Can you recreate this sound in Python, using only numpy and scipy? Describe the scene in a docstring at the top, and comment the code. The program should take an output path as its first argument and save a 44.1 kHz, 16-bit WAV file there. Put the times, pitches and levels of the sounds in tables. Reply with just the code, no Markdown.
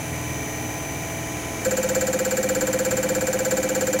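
"""At a diesel injector test bench, one microphone close above it. A motor turns a high-pressure
pump that hums and clatters with the shaft; fuel and cooling air rush, and the drive whines.
Then an injector starts firing at a fixed rate: valve and needle strike and bounce, so each shot
is a rattling metal tick, followed by a clack and a short hollow note from the pipe and glass
that catch the spray."""
import sys
import numpy as np
from scipy import signal
from scipy.fft import rfft, irfft
from scipy.io import wavfile

SR = 44100
rng = np.random.default_rng(int(sys.argv[2]) if len(sys.argv) > 2 else 0)


def inscribe(sig):
    """Save sig as 16-bit PCM at rate SR to the path in sys.argv[1].

    A 1-D sig is mono; a 2-D sig holds one channel per row.
    Samples are clipped to [-1, 1] before scaling.
    """
    pcm = np.round(np.clip(np.atleast_2d(sig).T, -1, 1) * 32767)
    wavfile.write(sys.argv[1], SR, pcm.astype(np.int16))


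N = 176400
TIME = np.arange(N) / SR
SHAFT_HZ = 20.135
FIRST_SHOT_S, SHOT_EVERY_S = 1.6487, 0.06


def injector():
    """Evenly timed shots of slightly uneven strength, each sounding the metal, pipe and glass."""
    starts = np.arange(FIRST_SHOT_S, N / SR, SHOT_EVERY_S)
    shots = np.zeros(N)
    shots[np.round(starts * SR).astype(int)] = from_db(0.6 * rng.standard_normal(len(starts)))
    firing_s = np.maximum(TIME - FIRST_SHOT_S, 0)
    return metal_tick(shots) + spray_clack(shots, firing_s) + hollow_notes(shots, firing_s)


def metal_tick(shots):
    """Valve and needle strike and bounce: every contact snaps, then the metal rings on."""
    # contacts in one shot: (time after the shot [s], level [dB])
    contacts = [(.0002, 1), (.001, -4.5), (.0029, -3), (.0042, -11), (.0053, 0.5), (.008, -8),
                (.0094, -12.5), (0.0111, -2), (0.0124, -12.5), (.0148, -5)]
    # modes of the injector body: (frequency [Hz], mean level [dB], t60 [s])
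    body_modes = [(4335, -48.5, 0.088), (4860, -52, 0.011), (5920, -44, 0.0037), (6955, -46, 0.042),
                  (7070, -41, 0.018), (7370, -35, .009), (13700, -51, .004), (13870, -44, .005)]
    # spectrum of a snap: (frequency [Hz], relative density [dB])
    snap_spectrum = [(1500, -10), (3000, -3), (5000, -7), (7400, -2), (8600, -9), (11500, -11.5),
                     (13300, 3.5), (15800, -6.5)]
    # dense ring of the metal around the injector: (frequency [Hz], relative density [dB])
    metal_spectrum = [(2200, -5.5), (3600, -15), (4400, -11), (5000, -6), (5600, -11), (6500, -8),
                      (7000, 7.5), (7420, 2.5), (7800, -6), (8600, -10), (11500, -17.5), (13300, -10),
                      (14800, -18), (15800, -10)]
    strikes = np.zeros(int(SHOT_EVERY_S * SR))
    for delay, db in contacts:
        strikes[int(delay * SR)] += from_db(db)
    body = sum((-1) ** k * from_db(db) * rms_one(ring(strikes, hz, t60))
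               for k, (hz, db, t60) in enumerate(body_modes))
    snap_shape = sum(from_db(db - 29.5) * envelope(attack=1 / SR, hold=0, t60=0.0061, delay=delay)
                     for delay, db in contacts)
    metal_shape = from_db(-28) * envelope(attack=0.0014, hold=0.0058, t60=0.11)
    snaps = dense_ring(snap_spectrum, fresh=0.18) * each_shot(shots, snap_shape)
    metal = dense_ring(metal_spectrum, fresh=0.18) * each_shot(shots, metal_shape)
    return each_shot(shots, body) + snaps + metal


def spray_clack(shots, firing_s):
    """The spray hits the pipe with a clack that grows louder as the firing goes on."""
    # clack in the pipe: (frequency [Hz], relative density [dB])
    spectrum = [(250, -13), (420, 9), (800, 3.5), (1100, -20), (1370, -11), (1600, -4.5), (1900, -4.5),
                (2600, -21), (4000, -25)]
    rise_db_per_s = 2.5
    shape = envelope(attack=0.0029, hold=0.00097, t60=0.13)
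    clacks = dense_ring(spectrum, fresh=0.26) * each_shot(shots, shape)
    return from_db(-34.5 + rise_db_per_s * firing_s) * clacks


def hollow_notes(shots, firing_s):
    """Pipe and glass answer each shot with tones that swell, slide up to pitch and die."""
    # their tones: (frequency [Hz], level [dB], delay [s], attack [s], hold [s], t60 [s])
    tones = [(522.7, -18, 0.0067, .011, 0.018, 0.059), (202.9, -30.5, 0.018, 0.0083, 0.023, 0.15),
             (346.8, -27.5, 0.0199, 0.0066, 0.0027, 0.026), (1379, -34.5, 0.0048, 0.0028, 0.00067, 0.1),
             (1550, -31.5, 0.0022, 0.0055, 0.00037, 0.1), (1733, -28.5, 0.0063, 0.0036, 0.00083, 0.042)]
    flat_share, slide_s = 0.108, 0.0059
    first_extra_db, settle_s = 1.5, 0.036
    sound = 0
    for hz, db, delay, attack, hold, t60 in tones:
        age = np.maximum(TIME[:SR // 4] - delay, 0)
        cycles = np.cumsum(hz * (1 - flat_share * np.exp(-age / slide_s))) / SR
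        sound += from_db(db) * envelope(attack, hold, t60, delay) * np.sin(2 * np.pi * cycles)
    accent = from_db(first_extra_db * np.exp(-firing_s / settle_s))
    return each_shot(shots * accent, sound)


def pump(bass_db, rush_db):
    """The pump hums on multiples of the shaft rate; its clatter and rush throb with every turn."""
    # hum: (multiple of the shaft rate, level [dB])
    orders = [(3, -48.5), (4, -43.5), (5, -43.5), (6, -38.5), (7, -40.5), (8, -42), (9, -50.5), (12, -49.5),
              (13, -49), (15, -39), (16, -46), (18, -51.5), (21, -49.5), (22, -50), (32, -46), (33, -47.5),
              (35, -52), (38, -52), (39, -53.5), (40, -51), (42, -52), (43, -54.5), (44, -60), (50, -50),
              (93, -51.5), (95, -52.5)]
    # clatter, alike on every turn: (frequency [Hz], relative density [dB])
    clatter_spectrum = [(40, -10), (120, -18), (220, -20), (330, -14), (520, 1), (650, 1.5), (850, -7.5),
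                        (930, -8), (1100, -11.5), (1500, -10), (2150, -19), (2340, -4), (2500, -23.5),
                        (2750, -19.5), (3150, -10.5), (3600, -30), (5000, -16), (8000, -29), (10000, -23),
                        (12500, -20.5)]
    # rush of fuel and cooling air: (frequency [Hz], relative density [dB])
    rush_spectrum = [(20, -11), (45, -4.5), (120, 1), (220, -0.5), (400, -5.5), (780, -6.5), (1100, -11.5),
                     (2100, -9.5), (2340, -6.5), (2600, -12.5), (3200, -21.5), (3800, -16.5), (4900, -24.5),
                     (6200, -17), (7400, -13.5), (8300, -20.5), (9400, -16), (11000, -16.5), (12300, -25.5),
                     (15800, -26)]
    waver_db, bass_below_hz, throb_db = 2.5, 175, 0.68
    hum = 0
    for order, db in orders:
        hz = order * SHAFT_HZ
        level_db = db + waver_db * drift(rate_hz=2.13) + bass_db * (hz < bass_below_hz)
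        hum += from_db(level_db) * np.sqrt(2) * np.sin(2 * np.pi * (hz * TIME + rng.random()))
    throb = from_db(throb_db * repeating(1 / SHAFT_HZ, top_hz=258))
    clatter = from_db(-40.5) * colour(throb * repeating(1 / SHAFT_HZ), clatter_spectrum)
    rush = from_db(rush_db - 34) * colour(throb * rng.standard_normal(N), rush_spectrum)
    return hum + clatter + rush


def casing_chatter():
    """Resonances of the pump casing, rubbed in step with the shaft, swell at set points of the turn."""
    # resonances: (frequency [Hz], width [Hz], level [dB], swells per turn, first swell [s], swing [dB])
    resonances = [(1918, 91, -47, 1, 0.04, 5), (2338, 49, -42, 4, 0.0062, 1.5),
                  (2976, 200, -48.5, 1, 0.0067, 8)]
    casing = 0
    for hz, width, db, swells, first_s, swing_db in resonances:
        swell = from_db(swing_db * np.cos(2 * np.pi * swells * SHAFT_HZ * (TIME - first_s)))
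        rub = partly_repeating(1 / SHAFT_HZ, fresh=0.53)
        r = np.exp(-np.pi * width / SR)
        tone = signal.lfilter([1, 0, -1], [1, -2 * r * np.cos(2 * np.pi * hz / SR), r * r], rub)
        casing += from_db(db) * rms_one(tone * swell)
    return casing


def drive_whine(main_db, side_db):
    """The drive whines in thin high tones; the pair flanking the main cluster swells separately."""
    # main cluster, faint top tones and flanking pair: (frequency [Hz], level [dB])
    main_tones = [(5922, -51), (6002.5, -51.5), (6083.5, -44), (6164, -56)]
    top_tones = [(13604, -60), (14169, -59), (14336, -58), (14901, -58)]
    side_tones = [(5356, -58), (6648, -46.5)]
    main = wavering_tones(main_tones) + wavering_tones(top_tones)
    return from_db(main_db) * main + from_db(side_db) * wavering_tones(side_tones)


def wavering_tones(tones, wander_hz=2.37):
    """Sines that waver slightly in pitch and by about 1 dB in level."""
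    sound = 0
    for hz, db in tones:
        cycles = np.cumsum(hz + wander_hz * drift(rate_hz=2.46)) / SR + rng.random()
        sound += from_db(db + drift(rate_hz=6.4)) * np.sqrt(2) * np.sin(2 * np.pi * cycles)
    return sound


def dense_ring(spectrum, fresh):
    """Countless close modes, heard as coloured noise partly alike from shot to shot."""
    return colour(partly_repeating(SHOT_EVERY_S, fresh), spectrum)


def partly_repeating(period_s, fresh):
    """Flat noise that repeats, except for the share `fresh` of its power."""
    return np.sqrt(1 - fresh) * repeating(period_s) + np.sqrt(fresh) * rng.standard_normal(N)


def repeating(period_s, top_hz=SR / 2):
    """Flat noise up to a top frequency that comes back alike in every period."""
    size = int(round(period_s * SR))
    hz = np.arange(size // 2 + 1) / period_s
    phases = np.exp(2j * np.pi * rng.random(len(hz)))
    cycle = irfft(phases * (hz > 0) * (hz < top_hz), size)
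    return rms_one(np.resize(cycle, N))


def colour(noise, spectrum):
    """Give a steady noise a spectrum, at unit power."""
    hz, db = np.transpose(spectrum)
    bin_hz = np.maximum(np.arange(N // 2 + 1) * SR / N, 1)
    gain = from_db(np.interp(np.log(bin_hz), np.log(hz), db))
    return rms_one(irfft(rfft(noise) * gain, N))


def ring(clicks, hz, t60):
    """One mode: each click sets a decaying sine ringing."""
    r, w = from_db(-60 / (t60 * SR)), 2 * np.pi * hz / SR
    return signal.lfilter([0, np.sin(w)], [1, -2 * r * np.cos(w), r * r], clicks + 1e-18)


def envelope(attack, hold, t60, delay=0):
    """Rise, hold and decay of one shot; times in seconds."""
    age = TIME[:SR // 4] - delay
    decay = from_db(-60 * np.maximum(age - attack - hold, 0) / t60)
    return np.clip(age / attack, 0, 1) * decay


def each_shot(shots, sound):
    """Play a short sound or envelope at every shot."""
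    return signal.oaconvolve(shots, sound)[:N]


def drift(rate_hz):
    """Slow random wander with a spread of about 1."""
    hop, warm_up = 100, 1000
    r = np.exp(-2 * np.pi * rate_hz * hop / SR)
    noise = rng.standard_normal(N // hop + warm_up + 2)
    slow = signal.lfilter([1], [1, -2 * r, r * r], noise)[warm_up:]
    return np.interp(np.arange(N) / hop, np.arange(len(slow)), rms_one(slow))


def from_db(db):
    """Decibels to gain."""
    return 10 ** (np.asarray(db) / 20)


def rms_one(x):
    """Scale to unit power."""
    return x / np.sqrt(np.mean(x ** 2) + 1e-20)


def scene():
    """The injector over the running pump and drive, in mono from close above the bench."""
    # slow level shifts: (time [s], bass hum [dB], rush [dB], main whine [dB], flanking whine [dB])
    levels = [(0, -1, 0, -0.5, -5), (.45, -1.5, -0.5, 4, 0), (.8, -3.5, -0.7, 2.5, -5),
              (1.08, -3.5, -1, 3, -0.5), (1.45, -0.5, 0, 0, 2), (2.1, -8.5, -0.5, -1, 2.5),
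              (3, -5, 0, -2.5, -2.5), (4, -7, -1, -0.5, 3.5)]
    times, *columns = np.transpose(levels)
    bass_db, rush_db, main_db, side_db = [np.interp(TIME, times, column) for column in columns]
    bench = pump(bass_db, rush_db) + casing_chatter() + drive_whine(main_db, side_db)
    return (injector() + bench)[None]


def record(dry):
    """The top of the treble is cut steeply."""
    cutoff_hz = 15750
    return signal.sosfilt(signal.ellip(10, .1, 80, cutoff_hz, fs=SR, output="sos"), dry)


dry = scene()
out = record(dry)
inscribe(out)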